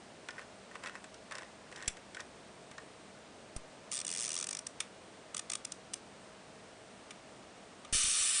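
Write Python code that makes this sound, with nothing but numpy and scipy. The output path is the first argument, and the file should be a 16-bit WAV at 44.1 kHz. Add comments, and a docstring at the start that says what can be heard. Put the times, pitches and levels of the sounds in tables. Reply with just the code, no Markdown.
"""Handling a clockwork camera

An old mechanical camera is handled close to a mono microphone, over the whirr of a fan. Its rewind knob
scrapes and ticks; the self-timer lever is wound over a ratchet, in a run and then tooth by tooth; a button
frees the clockwork, whose escapement buzzes. Friction and impacts excite the resonances of the metal."""
import sys
import numpy as np
from scipy import signal
from scipy.fft import rfft, irfft, next_fast_len
from scipy.io import wavfile
from scipy.ndimage import map_coordinates

SR = 44100
rng = np.random.default_rng(int(sys.argv[2]) if len(sys.argv) > 2 else 0)


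def unload_wav(signal):
    """Save mono or channel-first audio to the path in sys.argv[1] as 16-bit WAV at rate SR, clipped to [-1, 1]."""
    wavfile.write(
        sys.argv[1],
        SR,
        np.round(np.clip(np.atleast_2d(signal).T, -1, 1) * 32767).astype(np.int16),
    )


N = 370440
TOP_HZ = 10080

# the fan's air noise: (frequency [Hz], relative spectral level [dB])
FAN_AIR = [(15, -52), (25, -23), (48, -13.5), (113, -7), (141, -5), (168, -6.5), (195, -3), (271, -4.5),
           (619, -4.5), (795, -7.5), (2280, -14.5), (2520, -15), (7590, -22.5), (8180, -22.5),
           (10000, -26.5), (13000, -53), (22000, -120)]
# its hum and thin whines: (frequency [Hz], level [dB], width [Hz], unsteady share [0-1])
FAN_HUM = [(196, -72.5, 6, .35), (245, -78, 6, .35), (442, -74, 8, .4), (548, -77, 25, .6),
           (622, -75, 14, .7), (638, -69, 6, .3), (687, -73.5, 6, .35), (735, -78, 6, .35)]
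FAN_WHINES = [(2848, -84, 6, .25), (8129, -75, 12, .2)]
# the room's decay: (frequency [Hz], reverberation time [s])
ROOM_T60 = [(200, 1), (2000, 0.23), (10000, 0.14)]
# low thumps under the sharpest jolts: (time [s], peak level [dB], decay time [s])
JOLTS = [(1.88, -32.5, 0.0051), (3.564, -32.5, 0.0087), (7.927, -31.5, 0.011), (7.951, -31.5, 0.019),
         (8.044, -35.5, .011), (8.08, -41, 0.014), (8.209, -44, .012)]

# resonances of the case as each part excites it: (frequency [Hz], width [Hz], relative level [dB])
KNOB_MODES = [(543, 114, -4.5), (1060, 150, -3), (1520, 95, -1), (1836, 95, 3), (2600, 48, -5.5),
              (3340, 40, -17.5), (5330, 150, -13.5), (5920, 140, -16), (7600, 740, -20)]
SHAFT_MODES = [(1520, 90, 2), (2200, 150, -7), (2500, 90, -3), (3480, 130, 6.5), (5360, 160, -3),
               (5900, 170, -1), (7310, 140, -2), (7900, 230, -1.5), (9130, 240, -0.5)]
STOP_MODES = [(1223, 57, 7), (2400, 260, -6), (3510, 150, 2.5), (5130, 170, -4.5), (5900, 220, -2),
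              (6920, 220, -2), (8500, 170, 1), (9650, 500, -5.5)]
PAWL_MODES = [(1215, 90, -5.5), (1800, 50, -7), (2050, 120, -10), (2360, 55, -4), (2550, 55, -4),
              (2860, 110, -5), (3470, 250, -3.5), (4400, 120, -10), (4700, 150, -10), (5240, 130, -4),
              (5720, 140, 1), (6090, 260, -2), (7100, 400, -4), (8230, 220, 0.5), (9110, 450, 2)]
CLOCKWORK_MODES = [(1200, 65, -10), (1530, 45, -14), (1800, 45, -9), (2360, 50, -6), (2530, 55, -7),
                   (2850, 60, -7), (2960, 65, -3), (3120, 45, -6), (3560, 120, -3.5), (3760, 90, -8),
                   (4380, 110, -3.5), (5110, 60, -3.5), (5400, 160, -8), (5710, 160, -1.5),
                   (5955, 60, -2.5), (6130, 160, -5), (6410, 60, -4), (7590, 130, -6), (7900, 200, -4),
                   (8510, 120, -3.5), (9080, 380, 0), (9680, 260, -1.5)]
# the dense, heavily damped ring between them: (frequency [Hz], relative spectral level [dB])
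KNOB_BODY = [(300, -32), (700, -13), (1100, -2), (1800, 5), (2800, -5), (5000, -13.5), (10000, -16.5)]
STOP_BODY = [(300, -12), (900, -15), (1300, -1.5), (2500, 8.5), (4200, -4.5), (7000, -12), (10000, -4)]
PAWL_BODY = [(590, -49), (1000, -49), (1220, -17.5), (1500, -13), (2860, -9.5), (4120, -8), (5830, 0.5),
             (7640, 5.5), (8910, 10), (10000, 1), (13000, -43), (22000, -120)]
CLOCKWORK_BODY = [(350, -54), (600, -27), (961, -62), (1250, -6.5), (1630, -15), (1750, -8.5), (2870, -5),
                  (4390, -6), (4650, -6), (5750, -8), (6700, -6.5), (7630, -3), (10000, -1), (13000, -38),
                  (22000, -120)]

# single contacts: (time [s], low-band level [dB], high-band level [dB])
KNOB_KNOCKS = [(0.2865, -38.5, -46), (0.3067, -51, -50.5), (0.3812, -42.5, -63), (0.7126, -49.5, -63),
               (0.7546, -43.5, -65), (0.8367, -47, -50), (0.8598, -40, -48), (0.8722, -48, -47.5),
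               (1.0421, -49, -51), (1.1426, -59, -52.5), (1.3112, -43.5, -52), (1.321, -42, -46.5),
               (1.3527, -46, -45.5), (1.383, -43.5, -46.5), (1.7254, -47.5, -54), (1.7607, -58, -47.5),
               (1.8247, -49, -47.5), (1.9693, -51.5, -54), (2.1471, -47.5, -47.5), (2.1686, -40.5, -54),
               (2.2042, -50, -45), (2.7132, -51, -53.5), (2.7808, -42.5, -51)]  # the rewind knob catches hard in its seat
SHAFT_SNAPS = [(1.879, -35, -28.5)]  # its shaft snaps home
STOP_CLICKS = [(3.5641, -50, -42), (4.8043, -35, -33), (7.1077, -46, -48.5), (7.8487, -48, -55)]  # the timer's lever and button meet their stops
# fingers twist the knob: (centre time [s], Gaussian half-width [s], relative level [dB])
KNOB_RUBS = [(0.4, 0.024, -53.5), (0.76, 0.014, -55), (0.863, 0.02, -46), (0.955, 0.016, -55),
             (1.389, 0.045, -55), (1.799, 0.042, -53), (2.207, 0.009, -51)]
# the thumb winds the lever in one run: (time [s], teeth passed [count])
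LEVER_TRAVEL = [(3.917, 0), (3.978, 8), (4.015, 11), (4.05, 12), (4.068, 13), (4.174, 22), (4.267, 33),
                (4.331, 38), (4.412, 45), (4.443, 47), (4.47, 48), (4.591, 54)]
# then nudges it on tooth by tooth: (time [s], level relative to a tooth of the run [dB])
LEVER_NUDGES = [(4.6692, 1), (5.3474, 1), (5.3681, 1.5), (5.3793, -3), (5.3948, 1.5), (5.5009, 2.5),
                (5.5193, 1.5), (5.5354, 2.5), (5.5545, 3), (5.6512, 1.5), (5.7215, -0.5), (5.9365, -0.5),
                (5.9404, 2)]
# the running escapement: (time [s], beat rate [Hz])
BEAT_RATE = [(7.92, 270), (8.03, 258), (8.1, 270), (8.17, 270), (8.22, 360), (8.27, 305), (8.33, 293),
             (8.4, 430)]


def amp(db):
    """Amplitude ratio of a level in decibels."""
    return 10 ** (np.asarray(db) / 20)


def unit(x):
    """The signal scaled to an rms of 1."""
    return x / np.sqrt(np.mean(x ** 2) + 1e-20)


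def sample_times():
    """The time of every sample in seconds."""
    return np.arange(N) / SR


def along(points, hz):
    """Interpolation of (frequency, value) points on a logarithmic frequency axis."""
    f, v = np.transpose(points)
    return np.interp(np.log(hz + 1), np.log(f + 1), v)


def wobble(rate):
    """Smooth random modulation: a spline through rate knots a second."""
    return map_coordinates(rng.standard_normal(int(N * rate / SR) + 4), [np.arange(N) * rate / SR])


def filtered(x, response):
    """Zero-phase filtering: the spectrum is multiplied by a gain that depends on frequency."""
    size = next_fast_len(N + SR // 2)
    return irfft(rfft(x, size) * response(np.fft.rfftfreq(size, 1 / SR)), size)[:N]


def crossover(split_hz, order=20):
    """Power-complementary gains below and above split_hz; the upper band rolls off at TOP_HZ."""
    below = lambda hz, edge_hz, order: 1 / np.sqrt(1 + (hz / edge_hz) ** order)
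    under = lambda hz: below(hz, split_hz, order)
    return under, lambda hz: np.sqrt(1 - under(hz) ** 2) * below(hz, TOP_HZ, 2 * order)


def fan(air_db=-55):
    """Broadband air noise plus tones, each broadened by random modulation of amplitude and phase."""
    t = sample_times()
    air = unit(filtered(rng.standard_normal(N), lambda hz: amp(along(FAN_AIR, hz)) * (hz < TOP_HZ)))
    hum = np.zeros(N)
    for hz, db, width, share in FAN_HUM + FAN_WHINES:
        waver = 1 - share + share * (wobble(width) + 1j * wobble(width))
        hum += amp(db) * unit(np.real(waver * np.exp(2j * np.pi * hz * t)))
    return amp(air_db) * air + hum


def room(x, tail_db=-16, first_wall_s=0.015, build_s=0.0016):
    """Diffuse reverberation: wall reflections arrive after a gap and decay fastest in the treble."""
    hz, t, noise = signal.stft(rng.standard_normal(SR // 2), SR, nperseg=256)
    arrival = .5 + .5 * np.tanh((t - first_wall_s) / build_s)
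    decay = amp(-60 * t / along(ROOM_T60, hz)[:, None])
    tail = signal.istft(noise * arrival * decay, SR, nperseg=256)[1]
    return signal.oaconvolve(x, amp(tail_db) * tail / np.linalg.norm(tail))[:N]


def thumps(rise_s=0.00041, recoil_s=0.03):
    """Low thumps: a one-sided bump in the microphone signal, high-passed so that it swings back slowly."""
    t = np.arange(SR // 4) / SR
    out = np.zeros(N + SR)
    for s, db, decay_s in JOLTS:
        bump = (1 - np.exp(-(t / rise_s) ** 2)) * np.exp(-t / decay_s)
        out[round(s * SR):][:len(t)] += amp(db) * bump / bump.max()
    return signal.lfilter([1, -1], [1, 1 / (recoil_s * SR) - 1], out[:N])


def metal(modes, body, body_db, band=lambda hz: 1, size=8192):
    """Modal superposition: the normalised impulse response of resonances standing on a broad body."""
    hz = np.fft.rfftfreq(size, 1 / SR)
    power = sum(amp(db) ** 2 / (1 + ((hz * hz - f * f) / (hz * width + 1)) ** 2)
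                for f, width, db in modes)
    gain = np.sqrt(power + amp(along(body, hz) + body_db) ** 2) * band(hz)
    # folding the cepstrum makes the response causal, with minimum phase
    cepstrum = irfft(np.log(gain + 1e-6))
    cepstrum[1:size // 2] *= 2
    cepstrum[size // 2 + 1:] = 0
    return irfft(np.exp(rfft(cepstrum))) / np.sqrt(np.mean(gain ** 2 * (hz < TOP_HZ)))


def chatter(peak_s, rise_s, decay_s):
    """Contact force as a noise burst of tiny impacts; returns (first sample, force)."""
    samples = np.arange(round((peak_s - .01) * SR), round((peak_s + .04) * SR))
    t = samples / SR - peak_s
    return samples[0], rng.standard_normal(len(t)) * np.exp(np.minimum(t / rise_s, -t / decay_s))


def contacts(rows, modes, body, body_db, split_hz, rise_s, low_decay_s, high_decay_s, vary_db, detune=0):
    """Impact excitation: each contact rings the metal, with one level below split_hz and one above."""
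    out = np.zeros(N + SR)
    under, over = crossover(split_hz)
    click_samples = .0066 * SR  # a level is the rms of the ring's energy spread over this length
    for s, low_db, high_db in rows:
        # no two contacts land on the same spot, so the resonances share the blow differently
        struck = [(hz * (1 + detune * rng.standard_normal()), width, db + vary_db * rng.standard_normal())
                  for hz, width, db in modes]
        for db, decay_s, band in (low_db, low_decay_s, under), (high_db, high_decay_s, over):
            start, force = chatter(s, rise_s, decay_s)
            ring = signal.fftconvolve(force, metal(struck, body, body_db, band, size=2048))
            out[start:start + len(ring)] += amp(db) * ring * np.sqrt(click_samples / np.sum(ring ** 2))
    return out[:N]


def rewind_knob(catches=14, catch_low_db=-53, catch_high_db=-59, scatter_db=2.5, rub_gain_db=5.5):
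    """Stick-slip friction: the knob rubs with a gritty hiss, catches at random and knocks in its seat."""
    t = sample_times()
    stroke = sum(amp(db) * np.exp(-.5 * ((t - s) / width) ** 2) for s, width, db in KNOB_RUBS)
    # the harder it rubs, the more often it catches
    quantiles = (np.arange(catches) + rng.random(catches)) / catches
    catch_times = np.interp(quantiles, np.cumsum(stroke) / stroke.sum(), t)
    catch_levels = [catch_low_db, catch_high_db] + scatter_db * rng.standard_normal((catches, 2))
    rows = np.vstack([KNOB_KNOCKS, np.column_stack([catch_times, catch_levels])])
    knocks = contacts(rows, KNOB_MODES, KNOB_BODY, body_db=-6.5, split_hz=3170,
                      rise_s=0.00028, low_decay_s=0.0066, high_decay_s=0.0037, vary_db=4)
    grit = unit(rng.standard_normal(N) * amp(7.2 * wobble(500)))
    rub = signal.oaconvolve(stroke * grit, metal(KNOB_MODES, KNOB_BODY, body_db=-9))[:N]
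    return knocks + amp(rub_gain_db) * rub


def snaps():
    """Hard impacts: shaft, lever and button reach their stops with a ringing click."""
    shaft = contacts(SHAFT_SNAPS, SHAFT_MODES, STOP_BODY, body_db=-5.5, split_hz=4640,
                     rise_s=0.00087, low_decay_s=0.0063, high_decay_s=0.0039, vary_db=2.5)
    timer = contacts(STOP_CLICKS, STOP_MODES, STOP_BODY, body_db=-10, split_hz=4260,
                     rise_s=0.0009, low_decay_s=0.0056, high_decay_s=0.0043, vary_db=0.5)
    return shaft + timer


def ratchet(low_db=-41, high_db=-40, scatter_db=1.15, tension_db_per_tooth=0.0251):
    """An impact train: at every tooth the lever passes, the pawl drops off the crest and chatters."""
    times, passed = np.transpose(LEVER_TRAVEL)
    teeth = np.arange(passed[-1] + 1)
    drop_times = np.interp(teeth, passed, times)
    low_scatter, high_scatter = scatter_db * rng.standard_normal((len(teeth), 2)).T
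    # the tightening spring shakes the case harder
    tension_db = tension_db_per_tooth * (teeth - teeth.mean())
    run = list(zip(drop_times, low_db + tension_db + low_scatter, high_db + high_scatter))
    nudges = [(s, low_db + db, high_db + db) for s, db in LEVER_NUDGES]
    return contacts(run + nudges, PAWL_MODES, PAWL_BODY, body_db=-2.5, split_hz=6280, rise_s=0.0013,
                    low_decay_s=0.0024, high_decay_s=0.0017, vary_db=2.5, detune=0.0045)


def turned_away(buzz, start_s=8.22, fade_db_per_s=55, centre_hz=6200, half_width_hz=530):
    """Directivity: one treble band of the buzz fades as the camera is turned."""
    band = filtered(buzz, lambda hz: np.exp(-((hz - centre_hz) / half_width_hz) ** 4))
    remaining = amp(-fade_db_per_s * np.maximum(sample_times() - start_s, 0))
    return buzz - band * (1 - remaining)


def escapement(release_s=7.924, spin_up_s=0.0035, weakening_db=1, rattle_db=-7, decay_beats=0.38):
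    """Forced vibration: the anchor's blows on the escape wheel and the gears' rattle drive the case."""
    t = sample_times()
    beats = np.cumsum(np.interp(t, *np.transpose(BEAT_RATE))) / SR + 0.039 * wobble(120)
    # most teeth are caught squarely, some only weakly
    strength = amp(-weakening_db * rng.exponential(size=N))[np.abs(beats).astype(int)]
    # a pallet slides into its tooth, so each blow swells before it dies
    phase = beats % 1
    blows = unit(np.sqrt(phase) * np.exp(-phase / decay_beats))
    force = unit(rng.standard_normal(N) * strength * np.hypot(blows, amp(rattle_db)))
    running_s = np.maximum(t - release_s, 0)
    drive = force * np.minimum(running_s / spin_up_s, 1) ** 2
    under, over = crossover(split_hz=7000)
    buzz = np.zeros(N)
    for band, start_db, growth_db_per_s in (under, -32.5, 3), (over, -32, 8):
        case = metal(CLOCKWORK_MODES, CLOCKWORK_BODY, body_db=-7.5, band=band)
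        buzz += signal.oaconvolve(drive * amp(start_db + growth_db_per_s * running_s), case)[:N]
    return buzz


def scene():
    """Superposition of the camera, its reverberation, the thumps and the fan, alike in both channels."""
    camera = rewind_knob() + ratchet() + snaps() + turned_away(escapement())
    mono = camera + room(camera) + thumps() + fan()
    return np.array([mono, mono])


def record(dry, ceiling_db=-31.5, window_s=0.039, edge_width_hz=120):
    """Automatic gain control holds down sustained loud sound; a steep low-pass ends the band."""
    heard = filtered(dry[0], lambda hz: hz < TOP_HZ)
    smoothing = 1 / (window_s * SR)
    rms = np.sqrt(np.abs(signal.lfilter([smoothing], [1, smoothing - 1], heard ** 2)))
    gain = (1 + (rms / amp(ceiling_db)) ** 10) ** (-1 / 10)
    low_pass = lambda hz: np.clip((TOP_HZ - hz) / edge_width_hz + .5, 0, 1)
    return np.array([filtered(channel * gain, low_pass) for channel in dry])


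dry = scene()
out = record(dry)
unload_wav(out)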